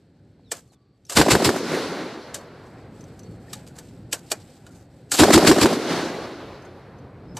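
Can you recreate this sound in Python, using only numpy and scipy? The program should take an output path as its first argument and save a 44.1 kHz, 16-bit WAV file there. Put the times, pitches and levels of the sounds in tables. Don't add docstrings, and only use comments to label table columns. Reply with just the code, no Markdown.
import sys
import numpy as np
from scipy import signal
from scipy.fft import rfft, irfft, next_fast_len
from scipy.io import wavfile
from scipy.ndimage import uniform_filter1d, minimum_filter1d

SR = 44100
rng = np.random.default_rng(int(sys.argv[2]) if len(sys.argv) > 2 else 0)


def dump(signal):
    limited = np.clip(np.atleast_2d(signal).T, -1, 1)
    pcm = np.round(limited * 32767).astype(np.int16)
    wavfile.write(sys.argv[1], SR, pcm)


def voltage_ratio(decibels):
    exponent = np.asarray(decibels, float) / 20
    return 10 ** exponent


N = 325899
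T = np.arange(N) / SR

# start_s, roar_db, boom_db, far_roll_db, slap_db
SHOTS = [
    (1.1652, -1.5, -9.5, -23, -3),
    (1.3035, -5, -12, -19.5, -4),
    (1.443, -9, -13, -23, -7),
    (5.1866, 0.5, -2, -15.5, -0.5),
    (5.3292, -1.5, -4, -14.5, -3),
    (5.4653, -2.5, -4, -20, -2.5),
    (5.6096, -7, -7, -21, -5),
]
# start_s, rounds, roll_fading_speed
BURSTS = [
    (1.1, 3, .95),
    (5.1, 4, 1.08),
]
# pitch_hz, level_db
ROAR_COLOUR = [(260, -28), (450, 0.5), (2090, -3), (2940, -4.5), (3300, -5), (4710, -3.5), (6440, -12),
               (7320, -3.5), (9870, -14.5), (12400, -15.5), (13500, -20.5)]
# full_at_s, hold_s, rise_db_per_s, fall_db_per_s, level_db
ROAR_SHAPE = [(.003, .012, 1699, 409.5, -1.5), (0.079, 0.07, 299.5, 1050.5, -25.5)]
# pitch_hz, level_db
GUST_COLOUR = [(21, -37), (35, -8), (272, 0.5), (415, -3), (516, -9), (658, -11.5), (830, -16),
               (900, -10.5), (1170, -41), (1980, -120)]
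# full_at_s, hold_s, rise_db_per_s, fall_db_per_s, level_db
GUST_SHAPE = [(.006, .038, 3890, 637, -6)]
SWELL_S, SWELL_PER_DB = 0.019, 1.9
# full_at_s, hold_s, rise_db_per_s, fall_db_per_s, level_db
BOOM_SHAPE = [(0.031, 0.022, 900, 1903, -1.5), (.058, .011, 900, 1500, -13)]
BOOM_HZ, BOOM_WIDTH_HZ = 308, 120
BOOM_RISE_AT_S, BOOM_RISE_HZ_PER_S = .04, 5000
BOOM_WOBBLE_RAD, BOOM_NOISE = .3, .2
THUMP_HZ, THUMP_WIDTH_HZ, THUMP_DB = 80, 41, -19
THUMP_CYCLES, THUMP_LAG_S, THUMP_PULSE_DB = 1.6, .028, -14
# delay_s, pitch_hz, length_cycles, level_db
SLAP = [(.049, 900, 2.3, 0.6), (.0495, 1550, 4, -1.5), (0.036, 4700, 5, -16), (0.053, 370, 1.4, -4.5),
        (.062, 570, 1.3, -5.5)]
# delay_s, pitch_hz, length_cycles, level_db
ECHOES = [(.069, 615, 3.5, -8), (.098, 621, 2.5, -2), (.103, 478, 1.5, -7.5), (.108, 297.3, 1.8, -2.5),
          (.118, 569, 3, -1.5), (.122, 1725, 3.9, -9.5), (.126, 310, 3, -1.5), (.163, 330, 2.2, -3),
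          (.19, 404, 3, -4), (.102, 810, 2.6, -8), (.121, 780, 2.8, -7.5)]
ECHO_DB, ECHO_SAG_DB = 0.2, 2.1
SCATTER_COUNT, SCATTER_DB = 40, -12.5
FAR_COUNT, FAR_DB, FAR_FALL_DB_PER_S = 70, -22, 27.5
# delay_s, level_db, t60_s
CRACKS = [(0.049, -10.5, 0.053), (0.1, -27, .05), (.119, -20, 0.11)]
# pitch_hz, level_db
CRACK_COLOUR = [(590, -28.5), (1000, 5), (2720, -6), (4590, -8), (9630, -13), (10500, -28.5),
                (12400, -13.5), (13500, -30)]
# start_s, peak_db, pitch_hz
RETURNS = [
    [(1.604, -15, 444), (1.71, -17, 366), (1.743, -15, 358), (1.768, -14, 400), (1.79, -15, 450),
     (1.827, -18, 447), (1.852, -17, 400), (1.918, -18, 460), (2.035, -23, 270), (2.055, -23, 330),
     (2.123, -27, 248), (2.15, -26, 300), (2.17, -25, 340), (2.188, -25, 380)],
    [(5.769, -14, 315), (5.865, -18, 345), (5.91, -13, 355), (5.93, -14, 340), (5.993, -18, 304),
     (6.024, -17, 312), (6.053, -17, 310), (6.094, -20, 361), (6.211, -23, 320), (6.29, -25, 310),
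     (6.33, -26, 320), (6.35, -27, 320)],
]
RETURN_DB, RETURN_CYCLES, RETURN_LAG_S = -4, 3.5, .008
# pitch_hz, level_db
ROLL_COLOUR = [(24, -65), (40, -37), (142, -17.5), (172, -11.5), (309, -6.5), (350, -5.5), (405, -9),
               (643, -11), (760, -17), (1440, -18.5), (3540, -28.5), (4090, -23), (13500, -50.5)]
# full_at_s, hold_s, rise_db_per_s, fall_db_per_s, level_db
ROLL_SHAPE = [
    (0.051, 0.076, 655, 150, -3),
    (.3, .001, 283, 120, -7),
    (.3, .02, 280, 31, -5.5),
    (.3, 0.35, 285, 10.24, -27),
]
# pitch_hz, loss_after_1_s_db
AIR_LOSS = [(100, 11), (500, -1.5), (1500, 0), (2800, 3.5), (4500, 6.5), (8000, 28), (13000, 51)]
# full_at_s, hold_s, rise_db_per_s, fall_db_per_s, level_db
LIMITER = [
    (.001, 0.071, 9050, 238, -6.5),
    (.17, 0.0023, 55, 74.8, -8.5),
]
# start_s, peak_db, low_ring_hz, body_db, rattle_db
BOLT = [
    (0.5157, -16, 517, -6.5, -21),
    (1.096, -23, 1240, -8, -10.5),
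    (4.1268, -11.5, 495, -7.5, -27.5),
    (4.1436, -28.5, 557, -16, -26),
    (4.3151, -11.5, 666, -4.5, -33.5),
    (5.1165, -8, 1380, -13.5, -13),
]
# start_s, peak_db, low_ring_hz, body_db, rattle_db
CATCH = [
    (2.3431, -20.5, 1671, -8, -19),
    (3.7854, -32.5, 1580, -11.5, -35),
    (7.3679, -27.5, 904, 0, -21),
]
# start_s, peak_db, low_ring_hz, body_db, rattle_db
SWIVEL = [
    (3.5311, -22.5, 1230, -10.5, -27),
    (3.6647, -46, 641, -3, -7.5),
    (4.6645, -44.5, 1580, 0, -17),
]
BOLT_HZ, CATCH_HZ, SWIVEL_HZ = 8000, 6120, 3850
CLACK_T60_S, RING_T60_S, BODY_T60_S, RATTLE_T60_S = 0.048, 0.043, 0.097, 0.16
# pitch_hz, level_db
CLACK_COLOUR = [(1290, -36.5), (2200, -10), (2940, -5), (3290, -6.5), (4810, -2), (5350, -5.5), (7580, 0.5),
                (9890, -10), (12400, -11), (13000, -8), (13500, -29)]
# pitch_hz, level_db
BODY_COLOUR = [(150, -40.5), (250, -3), (668, 0), (1210, -6), (1570, -5.5), (2120, -11), (2500, -14.5),
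               (3250, -40.5), (5500, -120)]
# pitch_hz, level_db, t60_s
STEEL = [(1750, -0.5, 0.018), (2500, -18, 0.12), (4447, -22, 0.091), (5770, -8, 0.021), (6169, -28.5, 5.0),
         (7343, -23, 0.18), (8000, -1, 0.04), (9080, -15, 0.063), (10370, -19.5, 0.05), (10870, -19, 0.046)]
# pitch_hz, level_db, t60_s
RECEIVER = [(387, -5.5, 0.6), (1147, -14, 5.0), (1852, -8, 0.11), (2440, -4, 0.1), (2950, -0.5, 0.06),
            (3548, -17.5, 0.28), (4490, -6.5, 0.12), (4775, -5.5, 0.072), (5356, -28.5, 5.0),
            (5669, -9, 0.11)]
STRUCK_DB = -11
# start_s, end_s, level_db, body_db
SLIDES = [(1.108, 1.142, -29.5, -6), (1.13, 1.165, -38, -3.5), (1.152, 1.17, -27, -12.5),
          (5.128, 5.17, -25.5, -3.5), (5.16, 5.19, -27, -12), (0.538, 0.616, -52, -1.5),
          (0.716, .76, -67.5, 2), (4.66, 4.87, -61.5, 1.5), (4.298, 4.32, -41.5, -8),
          (4.111, 4.13, -47.5, -16), (0.63, 0.75, -74, -10.5), (3.74, 3.83, -54.5, 4),
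          (7.345, 7.37, -59, -3)]
# start_s, peak_db, pitch_hz, t60_s
TICKS = [(1.05, -44, 6050, 0.058), (1.0654, -48, 5430, 0.065), (3.0075, -39, 6050, 0.028),
         (3.038, -45, 6120, 0.036), (3.014, -50, 7600, .03), (3.19, -46, 4900, .03),
         (2.665, -54, 6050, .04), (5.515, -15, 5400, .09), (5.233, -14, 6050, .05), (5.305, -17, 4500, .05),
         (3.191, -38.5, 6030, 0.057), (3.2316, -45, 6060, 0.036), (3.7524, -48, 4430, 0.046),
         (6.6218, -49, 6100, 0.044), (6.6498, -50, 6360, 0.066), (6.985, -54, 6084, 0.04)]
# start_s, peak_db, pitch_hz, t60_s
KNOCKS = [(4.492, -47, 510, .1), (4.995, -47, 510, .2), (4.68, -52, 760, .2), (4.7, -55, 1400, .08),
          (3.482, -44, 1800, .025), (4.215, -44, 330, .06), (4.34, -45.5, 330, 0.27),
          (3.559, -42.5, 850, 0.13), (3.708, -51, 1500, .04), (3.812, -50, 1500, .05),
          (4.165, -47, 1540, 0.14), (4.34, -56, 1600, .1), (4.667, -45, 1450, 0.037),
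          (4.76, -51.5, 850, .08), (4.941, -48, 560, .2), (5.125, -31, 1400, 0.14)]
# start_s, peak_db, pitch_hz, length_cycles
THUDS = [(1.157, -26, 90, 1.1), (.396, -45, 560, 1.1), (.521, -27, 800, 1.4), (.53, -31, 430, 2.2),
         (4.129, -22, 900, 1.3), (4.141, -33, 450, 1.8), (4.3185, -19, 600, 1.8), (4.329, -28, 560, 1.7),
         (4.339, -31, 520, 1.8), (4.571, -42, 650, 1.3), (.722, -52, 700, 3.5)]
# start_s, end_s, rustle_db, scuff_db
SHIFTS = [(.5, .7, -71, -75), (2.88, 3.217, -68, -66), (3.406, 3.693, -58, -58), (3.63, 4.072, -66.5, -74),
          (4.049, 4.6, -62, -66), (2.6, 2.901, -80, -53.5), (3.17, 3.4, -74, -75), (4.48, 4.72, -69, -70),
          (4.9, 5.03, -75, -75)]
# pitch_hz, level_db
RUSTLE_COLOUR = [(1350, -26.5), (2300, -1.5), (4480, -2), (4860, -1.5), (6440, -7), (7980, 1.5),
                 (9530, -11), (11500, -14), (12600, -9), (13500, -11.5)]
RUSTLE_DROP_S, RUSTLE_DROP_DB = 5.3, -11
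# start_s, end_s, start_hz, end_hz, level_db
BIRDS = [(.435, .515, 4500, 3300, -66.5), (.465, .51, 5700, 5200, -77), (.7, .775, 4350, 3350, -74),
         (.68, .72, 4250, 4350, -73), (.78, .99, 4620, 4520, -83), (3.215, 3.345, 4450, 4420, -66),
         (7.28, 7.345, 5200, 5150, -67), (.62, .99, 1150, 1150, -77), (2.36, 2.44, 4400, 4400, -60)]
# time_s, level_db
BREEZE_DB = [(0, -54.5), (.6, -54.5), (.8, -61), (1.04, -57.5), (2.75, -45.5), (3.28, -41.5), (3.64, -44),
             (4.32, -46.5), (4.91, -46.5), (6.9, -46), (7.33, -42.5)]
# pitch_hz, level_db
BREEZE_COLOUR = [(15, -49.5), (25, -15.5), (123, -2), (230, -9.5), (270, -8.5), (442, -16.5), (569, -21.5),
                 (600, -32), (780, -60.5), (1320, -120)]
# pitch_hz, level_db
HUM_COLOUR = [(290, -27.5), (500, -4.5), (805, -5.5), (924, -13), (1160, -17.5), (1500, -14.5),
              (2600, -23.5), (3380, -56), (5720, -120)]
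HUM_DB, CLOTH_DB = -15.5, -26
# pitch_hz, level_db
HAZE_COLOUR = [(900, -20), (1500, 0), (2500, -6.5), (3600, -5), (4300, -1), (4900, -7.5), (7000, -21),
               (11000, -38.5), (13000, -52)]
HAZE_DB, HAZE_PER_DB = -80, .6
MIC_LOW_HZ, TOP_HZ, CEILING = 58, 13300, .9
NOISE_FILL_HZ, NOISE_FILL_DB = 4310, -5
HOLE_HZ, HOLE_SHARE = (9800, 12200), .12


def colour(table, hz):
    pitch_hz, level_db = np.transpose(table)
    return np.interp(np.log(hz + 1), np.log(pitch_hz), level_db)


def noise(table):
    size = next_fast_len(N)
    gain = voltage_ratio(colour(table, np.fft.rfftfreq(size, 1 / SR)))
    x = irfft(rfft(rng.standard_normal(size)) * gain, size)[:N]
    return x / np.std(x)


def band(hz, width_hz):
    table = []
    for octave in np.linspace(-3, 3, num=49):
        offset = abs(2 ** octave - 2 ** -octave) * hz / width_hz
        table.append((hz * 2 ** octave, -20 * np.log10(1 + offset ** 2)))
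    return noise(table)


def walk(rate_hz):
    k = int(SR / rate_hz)
    steps = np.repeat(rng.standard_normal(N // k + 1), k)
    return 1.16 * uniform_filter1d(uniform_filter1d(steps, k), k)[:N]


def fade(s, rise_s, t60_s):
    t60_s = max(t60_s, .005)
    out, near = np.zeros(N), slice(max(int((s - .1) * SR), 0), int((s + 2 * t60_s) * SR))
    t = T[near] - s
    out[near] = np.exp(np.where(t < 0, t / rise_s, -np.log(1000) * t / t60_s))
    return out


def hump(start_s, end_s):
    return np.sin(np.pi * np.clip((T - start_s) / (end_s - start_s), 0, 1))


def slopes(t, at_s, hold_s, rise, fall):
    return np.maximum(np.minimum(0, np.minimum(rise * (t - at_s), fall * (at_s + hold_s - t))), -200)


def shape(t, parts):
    return np.sqrt(sum(voltage_ratio(db + slopes(t, *timing)) ** 2 for *timing, db in parts))


def add(out, s, piece):
    i = int(s * SR)
    out[i:i + len(piece)] += piece[:N - i]


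def add_pulse(out, s, db, hz, cycles):
    t = T[:int(SR / 25)] - 1 / 50
    bell = np.exp(-(t * hz / cycles * np.pi) ** 2)
    add(out, s - 1 / 50, voltage_ratio(db) * bell * np.sin(2 * np.pi * hz * t))


def around(s):
    return slice(int((s - .05) * SR), int((s + .35) * SR))


def muzzle_blast():
    roar = noise(ROAR_COLOUR) * voltage_ratio(1.8 * walk(250))
    push = noise(GUST_COLOUR) + voltage_ratio(THUMP_DB) * band(THUMP_HZ, THUMP_WIDTH_HZ)
    out = np.zeros(N)
    for s, roar_db, *_ in SHOTS:
        near = around(s)
        t = T[near] - s
        rise_s = max(SWELL_S * voltage_ratio(SWELL_PER_DB * roar_db), .001)
        swell = 1 - 0.61 * np.exp(-np.maximum(t, 0) / rise_s)
        out[near] += voltage_ratio(roar_db - 5.5) * shape(t, ROAR_SHAPE) * swell * roar[near]
        out[near] += voltage_ratio(roar_db - 4.5) * shape(t, GUST_SHAPE) * swell * push[near]
    return out


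def ground_boom():
    rough = band(BOOM_HZ, BOOM_WIDTH_HZ)
    out = np.zeros(N)
    for s, _, boom_db, _, slap_db in SHOTS:
        near = around(s)
        t = T[near] - s
        bend = BOOM_RISE_HZ_PER_S / 2 * np.clip(t - BOOM_RISE_AT_S, 0, 1) ** 2
        tone = np.sin(2 * np.pi * (BOOM_HZ * t + bend) + BOOM_WOBBLE_RAD * walk(60)[near])
        out[near] += voltage_ratio(boom_db) * shape(t, BOOM_SHAPE) * (tone + BOOM_NOISE * rough[near])
        add_pulse(out, s + THUMP_LAG_S, slap_db + THUMP_PULSE_DB, THUMP_HZ, THUMP_CYCLES)
    return out


def echoes():
    crack, faces = noise(CRACK_COLOUR), list(ECHOES)
    for a, b, c in rng.random((SCATTER_COUNT, 3)):
        faces.append((.06 + .24 * a, 260 * 4 ** (b * b), 2.5, SCATTER_DB - 8 * c - 6 * a))
    for a, b, c in rng.random((FAR_COUNT, 3)):
        far_db = FAR_DB - 8 * c - FAR_FALL_DB_PER_S * 0.9 * a
        faces.append((.3 + .8 * a, 280 * 9 ** (b * b), 3.5, far_db))
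    out = np.zeros(N)
    rounds = np.concatenate([np.arange(count) for _, count, _ in BURSTS])
    for (s, roar_db, boom_db, _, slap_db), k in zip(SHOTS, rounds):
        for lag_s, db, t60_s in CRACKS:
            out += voltage_ratio(roar_db + db) * fade(s + lag_s, 0.00063, t60_s) * crack
        echo_db = (slap_db + boom_db) / 2 + ECHO_DB - ECHO_SAG_DB * k
        for group, db in ((SLAP, slap_db), (faces, echo_db)):
            for lag_s, hz, cycles, face_db in group:
                add_pulse(out, s + lag_s, db + face_db, hz, cycles)
    for burst in RETURNS:
        for s, db, hz in burst:
            add_pulse(out, s + RETURN_LAG_S, db + RETURN_DB, hz, RETURN_CYCLES)
    return out


def far_roll():
    out, lumps, t = 0, walk(30), T[::64]
    gains_db = [np.minimum(db - slopes(t - shot[0], *timing), 0) for shot in SHOTS for *timing, db in LIMITER]
    gain_db = np.min(gains_db, axis=0)
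    speeds = np.concatenate([[speed] * count for _, count, speed in BURSTS])
    ages, sizes = [], []
    for (s, _, _, roll_db, _), speed in zip(SHOTS, speeds):
        age = t - s + (speed - 1) * np.maximum(t - s - .3, 0)
        ages.append(age)
        sizes.append(voltage_ratio(roll_db) * shape(age, ROLL_SHAPE))
    for hz in 45 * 2 ** np.arange(0, 8.4, .5):
        power = 0
        for size, age in zip(sizes, ages):
            loss_db = colour(AIR_LOSS, hz) * (np.clip(age, 0, 3) ** 1.8 - 0.17)
            power = power + (size * voltage_ratio(-loss_db)) ** 2
        depth_db = min(2.4, 1.2 + 900 / hz)
        patchy_db = depth_db * (.3 * lumps + .9 * walk(30)) + .5 * walk(6)
        level = np.interp(T, t, np.sqrt(power) * voltage_ratio(gain_db))
        band_db = colour(ROLL_COLOUR, hz) + 10 * np.log10(hz / 300)
        out = out + voltage_ratio(band_db + patchy_db) * level * band(hz, hz / 2.13)
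    return out


def rattle():
    return noise(CLACK_COLOUR) * voltage_ratio(2.5 * walk(150) + 2.5 * walk(700))


def action_clacks():
    bright = noise(CLACK_COLOUR) * voltage_ratio(1.6 * walk(600))
    body, loose = noise(BODY_COLOUR), rattle()
    steel = sum(voltage_ratio(db) * band(hz, 60 + 1.8 / t60_s) for hz, db, t60_s in STEEL)
    steel = 0.6 * steel / np.std(steel)
    out, t = np.zeros(N), T[:SR // 5]
    parts = ((BOLT_HZ, BOLT), (CATCH_HZ, CATCH), (SWIVEL_HZ, SWIVEL))
    for high_hz, s, db, low_hz, body_db, rattle_db in [(hz, *row) for hz, rows in parts for row in rows]:
        out += voltage_ratio(db - 6.5) * fade(s + 0.0025, 0.0022, CLACK_T60_S) * bright
        for hz, mode_db, t60_s in list(RECEIVER) + [(low_hz, 1.5, .08)]:
            detune, uneven = rng.standard_normal(2)
            decay = voltage_ratio(1.9 * uneven - 60 * t / min(t60_s, .07)) * np.minimum(t / .0015, 1)
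            ring = np.sin(2 * np.pi * hz * (1 + .02 * detune) * t) * decay
            add(out, s, voltage_ratio(db + body_db + STRUCK_DB + mode_db) * ring)
        out += voltage_ratio(db - 11.5 + body_db) * fade(s + .003, 0.0013, BODY_T60_S) * body
        rings = steel + band(high_hz, 250) + voltage_ratio(body_db) * band(low_hz, 120)
        out += voltage_ratio(db - 10) * fade(s + .002, .001, RING_T60_S) * rings
        shaken = loose + voltage_ratio(body_db) * body
        out += voltage_ratio(db + rattle_db) * fade(s + 0.011, 0.0059, RATTLE_T60_S) * shaken
    return out


def scrapes():
    loose, body = rattle(), noise(BODY_COLOUR)
    out = np.zeros(N)
    for start_s, end_s, db, body_db in SLIDES:
        out += voltage_ratio(db) * np.maximum(hump(start_s, end_s), 0) ** 1.3 * (loose + voltage_ratio(body_db) * body)
    return out


def brass_ticks():
    click, out = noise(CLACK_COLOUR), np.zeros(N)
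    for s, db, hz, t60_s in TICKS:
        out += voltage_ratio(db - 8) * fade(s + 0.0016, 0.0007, t60_s) * (band(hz, 200) + 0.58 * click)
    return out


def knocks_and_thuds():
    waver, out = 1.1 * walk(90), np.zeros(N)
    for s, db, hz, t60_s in KNOCKS:
        out += voltage_ratio(db - 2.5) * fade(s + 0.0021, 0.0029, t60_s) * np.sin(2 * np.pi * hz * T + waver)
    for s, db, hz, cycles in THUDS:
        add_pulse(out, s, db, hz, cycles)
    return out


def wind_level():
    return np.interp(T, *np.transpose(BREEZE_DB))


def cloth_rustle():
    level = voltage_ratio(wind_level() + CLOTH_DB + RUSTLE_DROP_DB * (T > RUSTLE_DROP_S))
    for start_s, end_s, db, _ in SHIFTS:
        level = level + voltage_ratio(db) * hump(start_s, end_s)
    cloth, swell_db = noise(RUSTLE_COLOUR), 1.6 * walk(7)
    dull = signal.sosfilt(signal.butter(4, 5500, fs=SR, output="sos"), cloth)
    grains = sum(part * voltage_ratio(swell_db + 1.4 * walk(30) + 1.4 * walk(270)) for part in (dull, cloth - dull))
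    return level * grains


def birds():
    out = 0
    for start_s, end_s, start_hz, end_hz, db in BIRDS:
        part = np.clip((T - start_s) / (end_s - start_s), 0, 1)
        phase = 2 * np.pi * np.cumsum(start_hz + (end_hz - start_hz) * part ** 0.66) / SR
        blur = 1.0 + .7 * (walk(400) + 1j * walk(400))
        out = out + voltage_ratio(db) * np.sin(np.pi * part) ** .35 * np.real(blur * np.exp(1j * phase))
    return out


def surroundings():
    wind_db = wind_level()
    breeze = voltage_ratio(wind_db + 2.0 * walk(14)) * noise(BREEZE_COLOUR)
    hum_level = voltage_ratio(wind_db + HUM_DB)
    for start_s, end_s, _, scuff_db in SHIFTS:
        hum_level = hum_level + voltage_ratio(scuff_db) * hump(start_s, end_s)
    hum = hum_level * voltage_ratio(0.43 * walk(25)) * noise(HUM_COLOUR)
    haze_db = HAZE_DB + HAZE_PER_DB * (wind_db - wind_db.min())
    haze = voltage_ratio(haze_db + 1.8 * walk(3.7) + 1.5 * walk(25)) * noise(HAZE_COLOUR)
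    return breeze + hum + haze


def scene():
    shots = muzzle_blast() + ground_boom() + echoes() + far_roll()
    handling = action_clacks() + scrapes() + brass_ticks() + knocks_and_thuds() + cloth_rustle()
    mono = shots + handling + birds() + surroundings()
    return np.array([mono, mono])


def tiles(size, bins, frames, share):
    draw = rng.random((size[0] // bins + 1, size[1] // frames + 1)) > share
    return np.repeat(np.repeat(draw, bins, axis=0), frames, axis=1)[:size[0], :size[1]]


def low_pass(x):
    return signal.sosfilt(signal.butter(12, 14430, fs=SR, output="sos"), x)


def record(dry):
    mid = signal.sosfilt(signal.butter(2, MIC_LOW_HZ, "high", fs=SR, output="sos"), dry[0])
    mid = np.tanh(1.2 * mid) / 1.2
    mid = signal.sosfilt(signal.ellip(10, .2, 70, TOP_HZ, fs=SR, output="sos"), mid)
    hz, _, spec = signal.stft(mid, SR, nperseg=1024)
    smooth = np.sqrt(uniform_filter1d(np.abs(spec) ** 2, size=15, axis=0))
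    treble_db = 10 * np.log10(np.sum(smooth[hz > NOISE_FILL_HZ] ** 2, axis=0) + 1e-12)
    steady = np.diff(treble_db, prepend=treble_db[0]) < 11
    calm = minimum_filter1d(1. * steady, size=5, origin=1)
    treble = ((hz > NOISE_FILL_HZ) & (hz < TOP_HZ))[:, None]
    filled = tiles(spec.shape, 30, 6, .2) * calm * treble
    random_phase = np.exp(2j * np.pi * rng.random(spec.shape))
    fill = voltage_ratio(NOISE_FILL_DB + 3.5) * smooth * (hz[:, None] / 6000) ** .3 * filled * random_phase
    high = ((hz > HOLE_HZ[0]) & (hz < HOLE_HZ[1]))[:, None]
    kept = np.where(high & (calm > 0) & (treble_db > -62), tiles(spec.shape, 8, 9, HOLE_SHARE), 1)
    mid, side = (signal.istft(part * kept, SR, nperseg=1024)[1][:N] for part in (spec, fill))
    mix = np.clip([mid + side, mid - side], -CEILING, CEILING)
    return low_pass(mix)


dry = scene()
out = record(dry)
dump(out)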